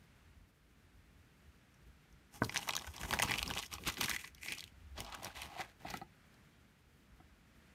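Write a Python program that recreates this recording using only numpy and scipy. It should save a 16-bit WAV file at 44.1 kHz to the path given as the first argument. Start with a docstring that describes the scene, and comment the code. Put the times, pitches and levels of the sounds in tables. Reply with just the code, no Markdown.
"""At a table in a quiet, small furnished room, hands pick up a thin plastic bag, crumple it and lay it down.
Creases in the film snap over: noise bursts ring the crease and the air pocket beneath, with a broad crackle.
Thousands of tiny creases rustle between them, swelling with each squeeze of the hands.
The bag and a hollow object knock on the table as dying tones. The movement thuds and sways through the
table top as slow and lumpy low noise, over the hiss and rumble of the room's steady air."""
import sys
import numpy as np
from scipy import signal
from scipy.fft import rfft, irfft, next_fast_len
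from scipy.io import wavfile
from scipy.ndimage import uniform_filter1d, map_coordinates

SR = 44100
rng = np.random.default_rng(int(sys.argv[2]) if len(sys.argv) > 2 else 0)


def generate_wav(sig):
    """Save sig (samples, or channels by samples) to the path in sys.argv[1] as 16-bit PCM at SR."""
    pcm = np.round(np.clip(np.atleast_2d(sig).T, -1, 1) * 32767).astype(np.int16)
    wavfile.write(sys.argv[1], SR, pcm)


N = 341334  # length in samples

# the shape of the bag as it is folded: (time_s, pocket_hz, crease_hz,
# spread_octaves of crease pitch, scatter_db of sizes: low when the film slides, below 0 counts as 0)
FOLD = [(2.3, 920, 1900, 1.1, -3), (2.56, 1005, 2240, 1.1, 4), (2.9, 930, 2400, 1.1, 1),
        (3.1, 930, 1920, 0.7, 0.5), (3.3, 970, 2270, .7, 2.5), (3.6, 950, 2700, 0.95, 3.5),
        (3.9, 1120, 2780, 0.96, 4), (4.1, 1110, 2210, 0.77, -5), (4.36, 1040, 2100, 0.22, 1.5),
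        (4.52, 980, 2330, 0.21, 3), (4.65, 950, 2750, 0.65, 3), (5.0, 784, 2450, 1.05, 2.5),
        (5.14, 1090, 2300, 1, 3), (5.22, 830, 2180, 0.97, 2.3), (5.45, 910, 2310, 0.91, 1.5),
        (5.7, 806, 1650, 0.54, 2.6), (6.1, 760, 2020, 1, 1.5)]


def bag():
    """The plastic film: loud creases one by one, and a dense rustle of small ones."""
    return loud_creases() + rustle()


def loud_creases():
    """Big creases that snap over at set times, each with its own pitch and levels."""
    # one row per snap: (start_s, level_db before a lift, crease_hz, pocket_db and crackle_db
    # relative to level_db before their lifts, life_ms before a stretch)
    snap_table = [(1.7415, -71, 1350, -3, 10, 25), (2.127, -69.5, 5900.0, -2, 5, 3.3),
                  (2.3577, -62, 2370.0, 9, 8, 37), (2.4349, -42, 4480.0, 4, -10, 4.7),
                  (2.4438, -38.5, 4400, -17, -15, 7), (2.4483, -38.5, 4900, -12, -10, 3.4),
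                  (2.494, -32.5, 2290, -9, -23, 6.3), (2.5235, -42, 1720.0, -13, -2, 11),
                  (2.5449, -36, 1780, -22, 0, 6.7), (2.5602, -27, 1700, -10, -8, 1.6),
                  (2.5678, -26.5, 2430, -27, -27, 3.4), (2.5743, -29.5, 5560, -11, -1.5, 5.3),
                  (2.5916, -44, 2450.0, -1, -14, 3.9), (2.6212, -46, 2430, -6, -12, 5.8),
                  (2.6245, -46, 2400, -20, 1, 11), (2.6294, -41, 2490, -7, -9, 4.5),
                  (2.656, -51, 1340.0, -8, -7.0, 3.0), (2.6783, -39.5, 1653, 4, -14, 7.6),
                  (2.6883, -32, 3450, -3, 5, 10.5), (2.693, -28, 1990, -5, -33, 2),
                  (2.706, -32, 3260, -10, -16, 7.9), (2.7252, -41, 3300, -10, -16, 6.8),
                  (2.7349, -32.5, 2880, -12, -19, 8.9), (2.739, -52, 3570.0, 7.5, -12, 6.4),
                  (2.7524, -33.5, 4000, -5, 3.5, 10), (2.7653, -29.5, 3820, -9.5, 5, 6.3),
                  (2.7764, -36, 1580, -11, -8, 9.4), (2.7888, -45, 5430.0, -13, 2, 7.0),
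                  (2.7945, -43.5, 3400.0, -18.0, -3, 8.0), (2.812, -47, 2150.0, -3, -16, 2.4),
                  (2.8201, -44.5, 3230, -2, -19, 7.7), (2.8437, -44.5, 1370, -3, -6, 8.8),
                  (2.8684, -48, 1540, -12, 4, 5.1), (2.872, -41, 1443, -1, -2.5, 25),
                  (2.938, -48, 3120, -7, 0, 28.6), (2.9636, -43.5, 5700, -22, -9, 9.1),
                  (2.98, -43, 3430, -4, -13, 7.9), (3.0136, -41.5, 2460, -6, 4.5, 2.7),
                  (3.0319, -36, 1360, -7, -4, 18), (3.049, -40, 1560, 0, -11, 23),
                  (3.089, -45, 2840.0, -2, -1, 25), (3.109, -32, 2032, -1, -0.5, 2.4),
                  (3.1273, -28, 2010, -1.5, -14, 12), (3.136, -25.5, 1370, -7, -5, 8.7),
                  (3.1425, -38, 1340.0, -3, 4, 16), (3.1718, -42, 1890.0, 3, -16.0, 3.0),
                  (3.1892, -26.5, 2470, -11, -18, 5.4), (3.1973, -25.5, 1770, -3, -4, 9.9),
                  (3.2067, -42, 2310, -17, -17.0, 5.0), (3.221, -24.5, 2440, -21, 1, 9.1),
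                  (3.2266, -26.5, 2880, -7, 3.5, 4.8), (3.234, -30, 6300, 0.5, -6, 5),
                  (3.2453, -39, 2880, -3, -18, 13), (3.257, -49, 3060.0, -10, -11.0, 5.0),
                  (3.2754, -42, 2240.0, 3, -18, 7.8), (3.2845, -35, 2020, -17, -22, 7),
                  (3.2944, -30, 2200, -8, -19, 17), (3.3092, -27, 2200, -4.5, -4, 10),
                  (3.3168, -25, 2160, -17, -19, 5.1), (3.3393, -27, 2420, -25, -21, 1.04),
                  (3.349, -42, 2410.0, -17, -15, 6), (3.3567, -37, 2500.0, -6, -16, 8.6),
                  (3.378, -37, 2760.0, -23, -16, 8.2), (3.383, -29, 2730, -20, -2.5, 12),
                  (3.392, -30, 3080, -25, -17, 1.6), (3.4172, -38, 2900, -5.5, -22, 4.1),
                  (3.4283, -27, 3050, -11, -5, 4.8), (3.458, -40, 3270.0, -14, -11.0, 25),
                  (3.462, -42, 3303, -18, -18, 6.5), (3.4777, -36, 4900, -8, -7, 7.4),
                  (3.4933, -42, 1510.0, -12.0, -18.0, 4.7), (3.5025, -34, 1580, -12, -4, 4.9),
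                  (3.51, -32, 2700, -3.5, -20, 4.5), (3.5374, -34.5, 2810, -18, -9, 3.7),
                  (3.5517, -46, 6560, -6, -2, 6.4), (3.563, -43, 1320, 1, -8, 8.5),
                  (3.5682, -37.5, 1750, -1, -6, 31), (3.5742, -31.5, 2680, -22, -16, 6.4),
                  (3.582, -32.5, 2930, -16, 0, 6.9), (3.5896, -37.5, 5400, -2, 2, 3.4),
                  (3.5947, -35.5, 2885, -7, -11, 15), (3.6003, -44, 3360.0, -22, -8.0, 14),
                  (3.626, -36.5, 2970, -17, -6, 8.6), (3.633, -39, 2150, -15, -11, 14),
                  (3.656, -48, 3030, -24, -1, 25), (3.661, -44, 5500, -21.0, -6, 19),
                  (3.717, -48, 2140, -24, -6, 9.7), (3.7274, -36.5, 2650, -15, -1, 11),
                  (3.7373, -48, 5700, -2, 16, 13), (3.7826, -44.5, 2080, -1, -19, 10),
                  (3.837, -44, 2300, -28, -3, 9), (3.865, -37, 2130, -19, -22, 27),
                  (3.8773, -34.5, 2300, -6, 4.5, 15), (3.9, -35.5, 2048, -17, -2, 3),
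                  (3.922, -52, 3660.0, -19, 11.5, 19), (3.94, -44, 3300, -14.0, 3, 15),
                  (3.97, -37.5, 1990, -17, -23, 8.9), (3.9766, -42, 2480, -4, -14, 25),
                  (3.9829, -41, 1850.0, -19, 0, 10.0), (4.0097, -27, 3200, -5, 3, 14),
                  (4.0317, -34, 1910, -30, 0, 6.9), (4.037, -29, 4180, -12, -18, 29),
                  (4.0435, -31.5, 1930, -8, 1, 15), (4.058, -36.5, 3170, -6, 6, 17),
                  (4.082, -30, 1720, -10, -19, 14), (4.0946, -34, 3740, -4.5, 7.5, 14),
                  (4.1022, -33, 1860, -28, 1.5, 23.8), (4.1122, -28, 2130, -22, -13, 7),
                  (4.1323, -39, 1920, -23, -2, 8.6), (4.135, -34, 2050, -16, -18, 28),
                  (4.145, -34.5, 1960, -27, -4, 13), (4.1624, -30.0, 2080, -39, -5.5, 9.8),
                  (4.185, -49, 1980.0, -17, -14.0, 4), (4.241, -44, 1880, -2, -9, 12),
                  (4.2448, -39.5, 1990, -19, -17, 16), (4.275, -45.5, 1900, -26, -1, 16),
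                  (4.348, -55, 3600, -16, 8, 8.3), (4.38, -53, 2130, -26, -21.0, 13),
                  (4.4318, -38.5, 2220, -36, -14, 4.8), (4.4598, -41, 2240, -7, -2, 7.3),
                  (4.4826, -32, 2290, -27, -25, 30), (4.521, -31.5, 2380, -16.5, -5, 9.7),
                  (4.525, -34, 2400, -22, -3, 9.5), (4.55, -56, 2710.0, -25, 13, 11),
                  (4.571, -49, 2894, -6, -6, 15), (4.5776, -44, 2700, -17, -7.0, 23),
                  (4.5833, -41, 5000, -14, -10, 9.0), (4.5935, -41, 2956, -29, -11, 4.2),
                  (4.6065, -38.5, 4250, -41, -17, 2.7), (4.6257, -46, 2240.0, -15, -19.0, 14),
                  (4.64, -40, 2900, -40.0, -3, 2.2), (4.677, -51.5, 2860, -19, -17, 5.9),
                  (4.9693, -50, 1480, -3, -17.0, 28), (5.0042, -37, 2580, -8, 5, 5.9),
                  (5.047, -46, 4440.0, -22, -6, 9.9), (5.063, -47.5, 2973, -19, -16, 16),
                  (5.1, -57, 1340.0, -15, 2, 10), (5.124, -42.5, 2970.0, -20, -16, 6.4),
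                  (5.1423, -44, 2450.0, -8, -11.0, 25), (5.148, -44, 1320, -8, 3, 12),
                  (5.1717, -53, 1680.0, -6, -15.0, 25), (5.231, -47, 3200, -9, 6, 15),
                  (5.2459, -47.5, 3820, 1, 15, 9.7), (5.252, -48, 4300, -14, -6, 13),
                  (5.256, -44, 1480, -2, -6, 8.9), (5.2833, -58, 2415, -2, -8, 9.1),
                  (5.3033, -48, 1340.0, -14, -19, 14), (5.3508, -52, 3840, -1, -11, 16),
                  (5.3699, -55, 3640, -21, -9, 25), (5.4174, -35.5, 2655, -17, -1, 15),
                  (5.432, -43.5, 3940, -17, -13, 11), (5.6067, -40, 1830, 2.5, -4.5, 32),
                  (5.6157, -42.5, 1810, -9, -14, 3.3), (5.882, -45, 2300, -3, -25, 31),
                  (5.9008, -46, 4350, -1, 1, 9.4), (5.904, -45.5, 4300, -4, 7, 23),
                  (5.9396, -46.5, 2060, 4, 2, 2.9), (5.971, -47.5, 3370, -15, 6.5, 16),
                  (6.3408, -63, 4130, -6, -7, 20)]
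    start_s, level_db, crease_hz, pocket_db, crackle_db, life_ms = np.transpose(snap_table)
    fold_s, fold_pocket_hz, *_ = np.transpose(FOLD)
    life_s = np.clip(1.37 * life_ms / 1000, 0.001, 0.03)
    return snaps(start_s, level_db + 17.5, crease_hz,
                 level_db + pocket_db + 18.5, level_db + crackle_db + 14,
                 life_s, np.interp(start_s, fold_s, fold_pocket_hz), 0.54, size=1536)


def rustle():
    """Thousands of tiny random creases that come in clumps and follow the squeezes."""
    fall_db_per_s = 514
    damping_base, damping_per_octave = 0.19, 0.48  # creases of like pitch ring more cleanly
    fold_s, pocket_hz, crease_hz, spread_octaves, scatter_db = np.transpose(FOLD)
    draw = rng.random((6000, 4))
    start_s = fold_s[0] + draw[:, 0] * (fold_s[-1] - fold_s[0])

    def now(column):
        return np.interp(start_s, fold_s, column)

    def level(column):
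        return squeezing(start_s, fall_db_per_s, column)

    def spread(k, octaves):
        return 2 ** (octaves * (draw[:, k] - 0.5))

    clumps = 0.6 * np.tanh(wobble(90)[(start_s * SR).astype(int)])
    luck = -np.log(draw[:, 1] + 0.015) - 1 + clumps  # few large, many small
    size_db = np.clip(now(scatter_db), 0, 4.5) * luck
    octaves = now(spread_octaves)
    damping = np.clip(damping_base + damping_per_octave * octaves, 0.08, 1)
    # one draw sets both life and pocket pitch: longer snaps have higher pockets
    return snaps(start_s, level(0) + size_db + 10, now(crease_hz) * spread(2, octaves),
                 level(1) + size_db + 11.5, level(2) + size_db + 7,
                 0.0052 * spread(3, 2.46), now(pocket_hz) * spread(3, 0.6), damping, size=768)


def snaps(start_s, crease_db, crease_hz, pocket_db, crackle_db, life_s, pocket_hz, damping, size):
    """Short noise bursts ring the crease, the air pocket under the film and a broad crackle."""
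    # tone colour of the crackle: (pitch_hz, relative level_db)
    crackle_colour = [(2000, -71), (3800, -12), (5500, 5), (6800, 2.5), (8000, -3), (9300, 1), (10500, -8),
                      (12500, -2.5), (15000, -11.5)]
    t, f = np.arange(size) / SR, np.fft.rfftfreq(size, 1 / SR)

    def burst_shape(life):
        life = life[:, None]  # time to fall 60 dB
        return amp(-60 * t / life) * (1 - np.exp(-t / (0.04 * life)))

    buckle = rng.standard_normal((len(start_s), size))
    overtone_hz = crease_hz * rng.uniform(2.29, 2.4, len(start_s))  # a second ring of its own
    crease = steep(f, crease_hz, damping) - 0.34 * steep(f, overtone_hz, 0.5)
    push = rfft(buckle * burst_shape(life_s))
    crackle = rfft(buckle * burst_shape(0.76 * life_s))  # the crackle dies sooner
    spectrum = amp(crease_db)[:, None] * unit(push * crease)
    spectrum += amp(pocket_db)[:, None] * unit(push * steep(f, pocket_hz, 0.56))
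    spectrum += amp(crackle_db)[:, None] * unit(crackle * amp(along(crackle_colour, f)))
    # add every snap into the sound at its own start
    at = np.round(start_s * SR).astype(int)[:, None] + np.arange(size)
    return np.bincount(at.ravel(), irfft(spectrum, size).ravel(), N)[:N]


def steep(f, hz, damping):
    """A resonance applied twice for each row, all of equal energy."""
    x = 1j * f / hz[:, None]
    return unit((x / (1 + x * x + np.reshape(damping, (-1, 1)) * x)) ** 2)


def squeezing(t, fall_db_per_s, column):
    """Level in dB of one layer at times t: each squeeze swells, holds and dies, and their powers add."""
    # one row per squeeze of the hands: (start_s, hold_s, rustle_db,
    # then relative to rustle_db: pocket_db, crackle_db, thud_db); the layers add their own lifts
    # column 0 is the rustle, 1 the air pocket, 2 the crackle, 3 the thud
    squeezes = [(2.339, 0.034, -60, 0, 7.5, -0.5), (2.416, 0.035, -66.5, 1, -4, 24),
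                (2.487, 0.043, -59.5, -3, 4, 2), (2.549, 0.037, -44, -5.5, -2, -4.5),
                (2.616, 0.045, -54.5, -6, 5, -4), (2.681, 0.012, -53, 7, 8, 3.5),
                (2.736, 0.075, -62, 2, 0, 5.5), (2.808, 0.062, -58.5, -2.5, 4, -7),
                (2.888, 0.028, -65.5, 1, 10, 4), (2.942, 0.025, -52, -5, -2, -5),
                (3.002, 0.056, -50.5, 0, 2.5, 3), (3.086, .03, -50.5, 0, 6, 7),
                (3.125, 0.033, -44, -2, -6, 2), (3.19, 0.015, -55, 3, 5, 10.5),
                (3.228, 0.015, -37.5, -4.5, -13, 1), (3.279, 0.068, -41.5, -6.5, -6, -0.5),
                (3.369, 0.056, -52.5, -1.5, 3, -0.5), (3.455, .015, -54, -3, -6, 4),
                (3.486, 0.032, -47.5, -2.5, -8, 4), (3.552, 0.048, -45.5, -8.5, -3, -6),
                (3.616, 0.038, -55.5, -12, 5, -11), (3.723, 0.018, -47, -4, -1.5, -4.5),
                (3.786, 0.058, -62, -3.5, -7, 10), (3.87, 0.014, -35.5, -6.5, -5, -3.5),
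                (3.912, .04, -55.5, -6, 0, -13), (3.968, 0.032, -50.5, -6, -14, 6.5),
                (4.011, 0.027, -37, -9, -2, -6), (4.075, 0.075, -45, -8, 2.5, -6),
                (4.194, 0.02, -48, -16, 0, -13.5), (4.236, 0.038, -55.5, -21, 0.5, -10),
                (4.37, .045, -63, -21, -5, -12), (4.429, .038, -47.5, -21, 1, -11),
                (4.476, .02, -43, -17, -8, -12), (4.506, 0.022, -40.5, -19, -12, -15),
                (4.541, .08, -56.5, -28, -2, -12), (4.635, 0.046, -69, -20, 2, -4),
                (4.979, 0.027, -47, -1, -25, 0), (5.051, 0.05, -57, 2.5, -24, -6),
                (5.122, 0.024, -52, 3, -10, -7), (5.172, 0.033, -58.5, 2.5, -10, -1.5),
                (5.23, 0.043, -48, 1, -6, -6.5), (5.29, 0.034, -56.5, -3, -7, -18),
                (5.358, 0.1, -48, -4.5, -4.5, -10), (5.473, .1, -56.5, 1.5, -7, -7),
                (5.589, 0.022, -43, -1.5, -8, -13), (5.644, .06, -59.5, -2.5, -7.5, -11),
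                (5.803, .05, -61, -3, -6, -1), (5.865, 0.048, -48, -5.5, -16, -4),
                (5.931, 0.027, -53.5, -18, -25, 3), (5.96, 0.017, -56, -12, -14, -7),
                (6.005, 0.017, -69, -6, -11, 6)]
    rise_db_per_s = 900
    start_s, hold_s, rustle_db, *relative_db = np.transpose(squeezes)[:, :, None]
    early_s = np.maximum(start_s - t, 0)
    late_s = np.maximum(t - start_s - hold_s, 0)
    level_db = rustle_db + [0, *relative_db][column]
    shape_db = level_db - rise_db_per_s * early_s - fall_db_per_s * late_s
    return 10 * np.log10(np.sum(amp(shape_db) ** 2, axis=0) + 1e-20)


def knocks():
    """The bag strikes the table once, then softer knocks ring the table top, hollow object and shell."""
    # the one hard thump: (start_s, level_db)
    thump_s, thump_db = (2.4195, -18)
    # tones of the thump: (pitch_hz, level_db relative to the thump, t60_s to fall 60 dB)
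    thump_modes = [(125.6, -10, 0.11), (222.5, 0, 0.026), (339, -2.5, 0.029), (450, -4.5, 0.03),
                   (606, 0, 0.015), (765, -13, 0.015), (950, -4.5, 0.023), (1245, -8, 0.023),
                   (1534, -2, 0.021), (1940, -6.5, 0.01)]
    # softer knocks: (start_s, table_db, hollow_db, shell_db)
    knock_table = [(5.56, -53, -37.5, -50), (5.593, -37.5, -31, -39), (5.848, -38, -31.5, -48),
                   (5.938, -34.5, -33, -32), (6.014, -38, -33.5, -43.5), (7.2, -52.5, -50, -57)]
    # a pair of tones each for table, hollow and shell: (pitch_hz, second_hz, t60_s to fall 60 dB)
    knock_modes = [(155, 337, 0.065), (747, 890, 0.046), (1310, 1950, 0.044)]
    out = np.zeros(N + SR)

    def add(start_s, sound):
        out[round(start_s * SR):][:SR // 5] += sound

    for hz, db, t60 in thump_modes:
        add(thump_s, ring(hz, thump_db + db, t60, 0.00076))
    for start_s, *levels_db in knock_table:
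        # the contact clicks, duller towards the top
        for hz in rng.uniform(645, 4730, size=8):
            click_db = levels_db[2] - 5 - 4 * np.log2(hz / 500)
            add(start_s, ring(hz, click_db, 0.034, 0.00064))
        for db, (hz, second_hz, t60) in zip(levels_db, knock_modes):
            add(start_s, ring(hz, db, t60, 0.004))
            add(start_s, ring(second_hz, db - 8.5, t60, 0.0013))
    return out[:N]


def ring(hz, db, t60, rise):
    """One dying tone, 0.2 s long, whose phase wanders a little; t60 and rise in seconds."""
    t = np.arange(SR // 5) / SR
    drift = np.cumsum(uniform_filter1d(rng.normal(0, 0.068, len(t)), size=200))
    swell = 1 - np.exp(-(t / rise) ** 2)
    return amp(db - 60 * t / t60) * np.sin(2 * np.pi * hz * t + drift) * swell


def table():
    """Movement heard through the table top: a low sway and lumpy thuds."""
    return table_sway() + table_thuds()


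def table_sway():
    """The table rocks slowly: very low noise that swells and fades around set times."""
    # each rocking: (middle_s, length_s, level_db)
    rockings = [(0.002, 0.047, -52), (.37, 0.12, -59), (0.984, 0.081, -60), (1.18, .05, -60),
                (1.46, .12, -60), (1.892, .06, -66), (2.133, 0.04, -67), (2.453, 0.11, -49.5),
                (2.893, 0.045, -47.5), (3.04, 0.061, -42), (3.145, .06, -46), (3.246, .1, -48),
                (3.47, 0.19, -45.5), (3.757, 0.1, -52), (3.88, .07, -49), (4.147, 0.065, -50.5),
                (4.365, 0.11, -61), (4.66, 0.043, -57.5), (4.78, .09, -58), (4.998, 0.38, -53),
                (5.252, .07, -59.5), (5.455, 0.14, -64), (5.912, 0.17, -59), (7.2, 0.19, -63)]
    # tone colour: (pitch_hz, relative level_db)
    sway_colour = [(20, -16), (35, 6.5), (55, 13), (90, 7.5), (140, -45)]
    rest_db = -66.5  # the middle of a wandering floor
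    t, coarse_s = np.arange(N) / SR, np.arange(0, N, 64) / SR
    rocking = sum(amp(db) * np.exp(-((coarse_s - middle_s) / (length_s / 2)) ** 2)
                  for middle_s, length_s, db in rockings)
    floor = amp(rest_db + 2.4 * wobble(10))
    return (np.interp(t, coarse_s, rocking) + floor) * noise(sway_colour)


def table_thuds():
    """Low noise that follows the squeezes, its level wobbling quickly."""
    # tone colour: (pitch_hz, relative level_db)
    thud_colour = [(70, -5.5), (120, 0), (250, -4.5), (450, -9.5), (800, -30)]
    lag_s = 0.0072  # the table answers a little after the film
    fall_db_per_s = 373
    t, coarse_s = np.arange(N) / SR, np.arange(0, N, 64) / SR
    squeeze_db = squeezing(coarse_s - lag_s, fall_db_per_s, column=3)
    thud = np.hypot(amp(np.interp(t, coarse_s, squeeze_db)), amp(-70.5))  # never quite silent
    lumps = amp(-2.5 + 2.2 * wobble(40))
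    return thud * lumps * noise(thud_colour)


def walls(x):
    """Echo of a small furnished room: noise in which each frequency dies at its own speed."""
    # how long the echo lasts: (pitch_hz, t60_s to fall 60 dB)
    echo_life = [(300, 0.18), (2000, 0.096), (10000, 0.036)]
    hz, t, z = signal.stft(rng.standard_normal(SR // 3), SR, nperseg=256)
    fading = z * amp(-60 * t / along(echo_life, hz)[:, None])
    tail = signal.istft(fading, SR, nperseg=256)[1]
    delayed = np.pad(x, (90, 0))  # in samples, about 2 ms
    return signal.fftconvolve(delayed, tail / np.linalg.norm(tail))[:N]


def room_air():
    """The steady hiss and rumble of the room: coloured noise whose level wanders slightly."""
    # tone colour: (pitch_hz, relative level_db)
    room_colour = [(71, -33), (120, 0.5), (196, -3.5), (327, -12.5), (410, -20.5), (445, -17.5),
                   (656, -16.5), (1070, -18), (1400, -14.5), (2200, -16.5), (3980, -24.5), (13900, -38),
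                   (16000, -67)]
    return amp(-68 + 0.96 * wobble(3.9)) * noise(room_colour)


def noise(colour):
    """Coloured noise of rms 1."""
    return unit(filtered(rng.standard_normal(N), lambda hz: amp(along(colour, hz))))


def wobble(rate):
    """A smooth random curve through rate random points a second."""
    points = rng.standard_normal(int(N * rate / SR) + 4)
    return map_coordinates(points, [np.arange(N) * rate / SR])


def filtered(x, response):
    """Shape the spectrum of x by a response that depends on frequency."""
    m = next_fast_len(N + 8192)  # spare room keeps the end from wrapping onto the start
    return irfft(rfft(x, m) * response(np.fft.rfftfreq(m, 1 / SR)), m)[..., :N]


def along(points, hz):
    """Read a curve of (pitch_hz, value) points on a log frequency axis."""
    f, v = np.transpose(points)
    return np.interp(np.log(hz + 1), np.log(f + 1), v)


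def amp(db):
    """Decibels to gain."""
    return 10 ** (np.asarray(db) / 20)


def unit(x):
    """Scale each row to rms 1."""
    return x / np.sqrt(np.mean(np.abs(x) ** 2, axis=-1, keepdims=True) + 1e-20)


def scene():
    """Bag and knocks with their echo, the table's movement and the room's steady air."""
    near = bag() + knocks()
    echo = amp(-13) * walls(near)
    return (near + echo + table() + room_air())[None]


def record(dry):
    """The microphone loses the deepest bass and keeps almost nothing above its band limit."""
    bass_hz, top_hz = 30, 15600
    dry = filtered(dry, lambda hz: (1j * hz / (bass_hz + 1j * hz)) ** 4)
    return filtered(dry, lambda hz: 1 / (1 + (hz / top_hz) ** 90))


dry = scene()
out = record(dry)
generate_wav(out)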